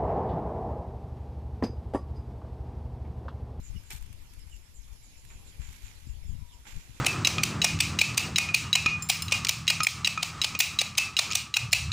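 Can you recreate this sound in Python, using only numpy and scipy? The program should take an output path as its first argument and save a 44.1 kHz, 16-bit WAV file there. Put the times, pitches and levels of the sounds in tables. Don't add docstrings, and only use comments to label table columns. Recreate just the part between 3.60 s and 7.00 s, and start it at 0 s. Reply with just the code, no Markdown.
import sys
import numpy as np
from scipy import signal
from scipy.fft import rfft, irfft, next_fast_len
from scipy.io import wavfile
from scipy.ndimage import uniform_filter1d, map_coordinates

SR = 44100
rng = np.random.default_rng(int(sys.argv[2]) if len(sys.argv) > 2 else 0)


def transcribe(signal):
    frames = np.atleast_2d(signal).T
    limited = np.clip(frames, -1, 1)
    pcm = np.round(limited * 32767).astype(np.int16)
    wavfile.write(sys.argv[1], SR, pcm)


N = 149940


def amp(db):
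    return 10 ** (np.asarray(db) / 20)


def unit(x):
    return x / np.sqrt(np.mean(x ** 2) + 1e-20)


def clock():
    return np.arange(N) / SR


def curve(rows):
    return np.interp(clock(), *np.transpose(rows))


def pan(db):
    return amp(np.array([[db], [-db]]) / 2)


def filtered(x, response):
    size = next_fast_len(N + SR // 2)
    spectrum = rfft(x, size) * response(np.fft.rfftfreq(size, 1 / SR))
    return irfft(spectrum, size)[..., :N]


def coloured(x, points):
    freq, db = np.transpose(points)
    return unit(filtered(x, lambda hz: amp(np.interp(np.log(hz + 1), np.log(freq), db))))


def wobble(rate):
    knots = rng.standard_normal(int(N * rate / SR) + 4)
    return map_coordinates(knots, [clock() * rate])


# frequency in Hz, correlation.
SIDE_CORRELATION = [(300, 0.72), (850, 0.28), (1300, 0.04), (1900, -0.26), (2350, 0.26), (3200, -0.14),
                    (5000, -0.03)]


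def pair():
    freq, correlation = np.transpose(SIDE_CORRELATION)

    def angle(hz):
        likeness = np.interp(np.log(hz + 1), np.log(freq), correlation)
        return np.arccos(np.clip(likeness, -1, 1)) / 2

    noises = rng.standard_normal((2, N))
    mid, side = filtered(noises, lambda hz: np.array([np.cos(angle(hz)), np.sin(angle(hz))]))
    return np.array([mid + side, mid - side])


def envelope(start, attack, hold, t60):
    t = clock() - start
    release = 1e-3 ** (np.maximum(t - attack - hold, 0) / t60)
    return np.clip(t / attack, 0, 1) * release


def scattered(x, t60, direct_db):
    t = np.arange(SR // 2) / SR
    tail = rng.standard_normal((2, len(t))) * np.exp(-np.log(1000) * t / t60)
    echoes = signal.fftconvolve(x, tail / np.linalg.norm(tail[0]), axes=1)[:, :N]
    return amp(direct_db) * x + echoes


# time in seconds, level in dB before random fluctuation.
BREEZE = [(0, -37), (.07, -46), (.165, -29), (.21, -47.5), (.3, -48.5), (.35, -43), (.51, -36), (.7, -52),
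          (.92, -45.5), (1.06, -51), (1.33, -45), (1.47, -56), (1.8, -44.5), (1.93, -53), (2.03, -36),
          (2.17, -49.5), (2.42, -44.5), (2.49, -37), (2.62, -41.5), (2.73, -31.5), (2.83, -38), (2.89, -48),
          (3.08, -55.5), (3.17, -30.5), (3.23, -55), (3.31, -39), (3.4, -58)]
# frequency in Hz, relative level in dB.
RUMBLE = [(12, -1), (30, -2), (65, -3), (110, -10.5), (170, -32.5), (300, -36), (600, -66)]
# frequency in Hz, relative level in dB.
FLUTTER = [(60, 0.5), (150, 10.5), (250, -9.5), (400, -22.5), (900, -53.5)]
# time in seconds, level in dB, pitch in Hz.
EDDIES = [(0.107, -29, 40.7), (.158, -36, 140), (.166, -24.5, 62), (0.339, -34.5, 105), (0.358, -29, 56),
          (0.422, -30.5, 35.2), (0.508, -30.5, 84.6), (0.783, -32.5, 50), (0.873, -33.5, 59.6),
          (0.949, -33, 41.8), (1.196, -33, 43), (1.327, -38, 48.7), (1.761, -34, 59.4),
          (2.001, -25.5, 67.6), (2.096, -32, 50.5), (2.245, -29.5, 45.3), (2.474, -30.5, 112),
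          (2.503, -25, 43.3), (2.698, -32, 85), (2.755, -29, 91), (2.793, -27, 65.4), (2.829, -31.5, 87),
          (3.164, -30, 54), (3.299, -36.5, 101)]
FLUTTER_DB, BREEZE_REF_DB = -57.5, -40
FLUTTER_GROWTH = 1.72
EDDY_CYCLES, EDDY_SKEW = 0.39, 0.62


def wind():
    level_db = curve(BREEZE) + 1.04 * wobble(24.88)
    flutter_db = FLUTTER_DB + FLUTTER_GROWTH * (level_db - BREEZE_REF_DB)
    port = amp(level_db) * coloured(rng.standard_normal(N), RUMBLE)
    port += amp(flutter_db) * coloured(rng.standard_normal(N), FLUTTER)
    for when, db, hz in EDDIES:
        cycles = (clock() - when) * hz
        swell = np.exp(-.5 * (cycles / EDDY_CYCLES) ** 2)
        phase = 2 * np.pi * cycles
        port += amp(db) * swell * np.cos(phase + EDDY_SKEW * swell * np.cos(phase))
    return port * np.array([[1], [0]])


# time in seconds, level in dB before fluctuation and panning.
AIR_LEVEL = [(0, -54), (.6, -54.5), (1.15, -56.5), (1.7, -54), (2.4, -54), (2.8, -56), (3.4, -54)]
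# frequency in Hz, relative level in dB per Hz.
AIR_LEFT = [(30, 25.5), (150, 16), (400, 1.5), (900, 1), (1200, -2), (2400, 1.5), (3500, -1.5),
            (4500, -3.5), (5300, -4), (8500, -4), (9800, -2.5), (10600, -7), (14500, -8)]
# frequency in Hz, relative level in dB per Hz.
AIR_RIGHT = [(30, 27), (100, 13), (200, 8), (400, 3.5), (680, -5.5), (930, 2), (1300, -3), (2400, 5),
             (3200, 2), (4400, 0.5), (5200, 3), (5900, -0.5), (7200, 3.5), (8500, -8.5), (10200, -1.5),
             (12500, -4.5), (14500, -10)]
AIR_PAN_DB, AIR_PATCHY_DB = -1.5, 2


def air():
    cells = signal.stft(pair(), nperseg=512)[2]
    patches = uniform_filter1d(rng.standard_normal(cells.shape[1:]), size=6, axis=0)
    patches = uniform_filter1d(patches, size=9, axis=1)
    left, right = signal.istft(cells * amp(AIR_PATCHY_DB * unit(patches)), nperseg=512)[1][:, :N]
    hiss = np.array([coloured(left, AIR_LEFT), coloured(right, AIR_RIGHT)])
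    return amp(curve(AIR_LEVEL) + 0.36 * wobble(7.7)) * pan(AIR_PAN_DB) * hiss


# time in seconds, level in dB before panning and echo, middle pitch in Hz.
INSECT = [(0, -90, 11270), (.6, -83, 11360), (1.199, -78.5, 11100), (1.4, -77.5, 10820),
          (1.9, -76.5, 10940), (2.299, -79, 10800), (3.4, -84, 10820)]
INSECT_PULSE_HZ, INSECT_PAN_DB = 39.8, -14
INSECT_SWEEP_HZ, INSECT_ROUGH_HZ = 420, 480
INSECT_ECHO_S, INSECT_DIRECT_DB = .14, -0.5


def insect():
    when, level_db, pitch_hz = np.transpose(INSECT)
    stroke = (clock() * INSECT_PULSE_HZ) % 1
    hz = np.interp(clock(), when, pitch_hz) + INSECT_SWEEP_HZ * (1 - 2 * stroke)
    hz += INSECT_ROUGH_HZ * wobble(2500)
    rasp = unit(np.sin(np.pi * stroke) ** 2 * np.sin(2 * np.pi * np.cumsum(hz) / SR))
    song = amp(np.interp(clock(), when, level_db)) * pan(INSECT_PAN_DB) * rasp
    return scattered(song, INSECT_ECHO_S, INSECT_DIRECT_DB)


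def note(start, length, start_hz, end_hz, rough_hz):
    u = np.linspace(0, 1, int(length * SR))
    jitter = map_coordinates(rng.standard_normal(1024), [u * length * 1500], mode="wrap")
    hz = start_hz + (end_hz - start_hz) * u + rough_hz * jitter
    swell = np.abs(np.sin(np.pi * u ** 0.61))
    whistle = swell * np.sin(2 * np.pi * np.cumsum(hz) / SR)
    return np.pad(whistle, (max(round(start * SR), 0), N))[:N]


TWITTER_COUNT, TWITTER_S, TWITTER_DB = 30, 0.0364, -62
TWITTER_LOW_HZ, TWITTER_HIGH_HZ = 2293, 5480
CALL_ROUGH_HZ = 125
CHIRP_PAN_DB = -7.5


def twitter():
    out = np.zeros((2, N))
    for when, pitch, fall, place in rng.random((TWITTER_COUNT, 4)):
        hz = TWITTER_LOW_HZ + pitch * (TWITTER_HIGH_HZ - TWITTER_LOW_HZ)
        whistle = note(when * N / SR, TWITTER_S, hz, hz * (1 - 0.21 * fall), CALL_ROUGH_HZ)
        out += pan(CHIRP_PAN_DB * place) * whistle
    return amp(TWITTER_DB) * out


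# start in seconds, length in seconds, level in dB before the common gain.
CHIRPS = [(0.023, 0.073, -48), (0.247, 0.07, -55), (0.897, 0.097, -53), (1.138, 0.068, -50.5),
          (1.422, 0.054, -52), (1.563, 0.053, -53.5), (1.667, 0.11, -54), (1.845, 0.09, -54.5),
          (1.998, 0.12, -51.5), (2.228, 0.081, -51.5), (2.46, .08, -55), (2.659, 0.084, -55.5),
          (2.918, 0.047, -55.5), (3.044, 0.12, -52.5), (3.179, 0.076, -55)]
# start in seconds, length in seconds, start pitch in Hz, end pitch in Hz,
# level in dB before the common gain, left-right difference in dB.
CALLS_FAR = [(0.147, 0.041, 3040, 2680, -56.5, -13), (0.155, 0.05, 5680, 4780, -59, -15),
             (0.684, 0.05, 5250, 5120, -63, -11), (.79, 0.039, 5170, 5220, -54.5, -10),
             (0.911, .05, 3100, 2550, -52.5, -7), (1.047, 0.035, 5530, 5160, -62, -11),
             (1.203, 0.053, 6510, 6350, -59, -10), (1.209, .04, 5430, 5200, -61, -9),
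             (1.317, .035, 6240, 7000, -58, -6), (1.351, 0.018, 5270, 5180, -57.5, -8),
             (1.478, 0.032, 6620, 6450, -54.5, -3), (1.866, 0.021, 4030, 3700, -53.5, -7),
             (2.353, 0.028, 3870, 4360, -54.5, -9), (2.544, 0.033, 3710, 3010, -57.5, -8),
             (2.621, 0.04, 5300, 5410, -59, -11.5), (2.782, 0.037, 5440, 5000, -62, 4),
             (2.877, 0.075, 4000, 2650, -54.5, -8), (2.928, 0.031, 5430, 5330, -62, -12),
             (2.787, 0.17, 940, 1048, -62.5, -2), (2.9, 0.124, 993, 881, -58, -1)]
CHIRP_HZ, CHIRP_FALL, CHIRP_BUZZ_HZ = 7320, 0.078, 390
TREES_T60_S, BIRDS_DB, DIRECT_DB = 0.15, -5, -8


def birds():
    song = twitter()
    for start, length, db in CHIRPS:
        chirp = note(start, length, CHIRP_HZ, CHIRP_HZ * (1 - CHIRP_FALL), CHIRP_BUZZ_HZ)
        song += amp(db) * pan(CHIRP_PAN_DB) * chirp
    for start, length, start_hz, end_hz, db, pan_db in CALLS_FAR:
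        song += amp(db) * pan(pan_db) * note(start, length, start_hz, end_hz, CALL_ROUGH_HZ)
    return amp(BIRDS_DB) * scattered(song, TREES_T60_S, DIRECT_DB)


GRAINS_PER_S, GRAIN_S, GRAIN_DB = 550, .0007, -2


def friction():
    slips = (rng.random(N) < GRAINS_PER_S / SR) * rng.random(N)
    bursts = signal.lfilter([1], [1, -np.exp(-1 / (GRAIN_S * SR))], slips)
    return unit(pair() + amp(GRAIN_DB) * unit(bursts * pair()))


# start in seconds, level in dB, left-right difference in dB.
TICKS = [(0.234, -57, 9), (.360, -46, -2), (.410, -54, 0), (0.424, -49.5, 1), (0.461, -53, 1),
         (0.526, -50.5, 5.5), (0.591, -67, 9), (0.62, -62, 11), (0.734, -56, 14), (0.792, -54, 1),
         (.871, -54.5, 9), (.895, -54, 6), (0.963, -55.5, 11), (1.28, -57, 1), (1.329, -54, 6),
         (1.359, -55, 2), (1.649, -54.5, -14), (2.128, -52, 0)]
# frequency in Hz, relative level in dB.
TICK_COLOUR = [(300, -38), (900, -5), (2500, 1), (4500, -7), (8000, -0.5), (14000, -4.5)]
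TICK_T60_S = 0.027


def ticks():
    level = np.zeros((2, N))
    for start, db, pan_db in TICKS:
        level += amp(db) * pan(pan_db) * envelope(start, 0.0022, 0.00026, TICK_T60_S)
    return level * coloured(friction(), TICK_COLOUR)


# frequency in Hz, undamped width in Hz, relative level in dB.
TUBE = [(400, 32, -10), (900, 150, -10.5), (2067, 17, -9.5), (2332, 44, 0.5), (2534, 60, -1.5),
        (2980, 230, -5.5), (5440, 72, -4.5), (7350, 700, -12.5)]


def ringing(x, damping):
    def modes(f):
        total = 0
        for centre, width, db in TUBE:
            loss = 1j * f * width * damping
            total = total + amp(db) * loss / (centre * centre - f * f + loss)
        return total

    return unit(filtered(x, modes))


# start in seconds, attack in seconds, hold in seconds, release t60 in
# seconds, level in dB before tilt and ring, treble tilt in dB per octave, ring in dB against the rub,
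# damping as a factor on the resonance widths, left-right difference in dB.
STROKES = [(0.301, 0.0052, 0.0022, 0.021, -46, 1.5, -3, 1.5, -2),
           (0.3118, 0.0014, 0.0069, 0.019, -44, -1.5, -5, 0.83, 2.5),
           (0.319, 0.006, 0.009, 0.07, -46, 2, -8.5, 1.5, 0),
           (0.339, 0.013, 0.029, 0.045, -54, 1.7, -7, 2.9, 0.5),
           (1.698, .006, 0.019, 0.18, -50, -16, -7, 4, -4.5),
           (1.989, 0.023, 0.047, 0.17, -53, -5.5, -7, 6.5, -4),
           (2.057, 0.042, 0.052, 0.82, -57, 0, -7.5, 6, -7),
           (2.197, 0.05, 0.045, 0.64, -58, -2, -9.5, 6, -6),
           (3.052, 0.00083, 0.014, 0.066, -44.5, -19, -14, 5, -4),
           (3.065, 0.01, 0.037, 0.31, -50, -2.5, -5.5, 6, -7),
           (3.137, 0.038, 0.042, 1, -59, -1.5, -5.5, 5, -7),
           (3.343, 0.024, 0.052, 0.25, -66.5, -1, 2.5, 5, -8)]
# frequency in Hz, relative level in dB per Hz.
WALL_LEFT = [(150, -13), (400, -10), (620, -14), (900, 5.5), (1100, -14.5), (1600, 3.5), (2400, -9),
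             (3500, 1), (4600, -4), (6000, -14.5), (6800, -5), (8400, -0.5), (10200, -7), (12500, -1),
             (15000, -9)]
# frequency in Hz, relative level in dB per Hz.
WALL_RIGHT = [(150, -17), (400, -20), (620, -21), (900, -8), (1300, -5.5), (2200, 0.5), (4000, -4.5),
              (4600, -5), (5400, -6), (7300, -1), (8500, -13), (9600, -14.5), (15000, -8.5)]
RING_SPREAD_DB = 4
JUDDER_DB, JUDDER_PER_S = 1, 160
TILT_FROM_HZ = 3060


def stick():
    left, right = friction()
    wall = np.array([coloured(left, WALL_LEFT), coloured(right, WALL_RIGHT)])
    drive = friction()[0] + amp(RING_SPREAD_DB) * friction()
    judder = amp(JUDDER_DB * wobble(JUDDER_PER_S))
    out = np.zeros((2, N))
    for start, attack, hold, t60, db, tilt_db, ring_db, damping, pan_db in STROKES:
        rub = judder * (wall + amp(ring_db) * ringing(drive, damping))
        scrape = filtered(rub, lambda hz: amp(tilt_db * np.log2(np.hypot(1, hz / TILT_FROM_HZ))))
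        out += amp(db) * pan(pan_db) * envelope(start, attack, hold, t60) * scrape
    return out


# time in seconds, level in dB before each mode's own level.
KNOCKS = [(.3115, -44.5), (.3150, -53), (0.3618, -56), (1.704, -58), (3.091, -60)]


def knock():
    out = np.zeros((2, N))
    for when, level_db in KNOCKS:
        t = np.maximum(clock() - when, 0)
        for hz, width, db in TUBE:
            gain = amp(level_db + db + rng.normal(0, 1, (2, 1)))
            out += gain * np.exp(-np.pi * width * t) * np.sin(2 * np.pi * hz * t)
    return out


def scene():
    return wind() + air() + insect() + birds() + ticks() + stick() + knock()


TOP_HZ = 14400


def record(dry):
    return filtered(dry, lambda hz: hz < TOP_HZ)


dry = scene()
out = record(dry)
transcribe(out)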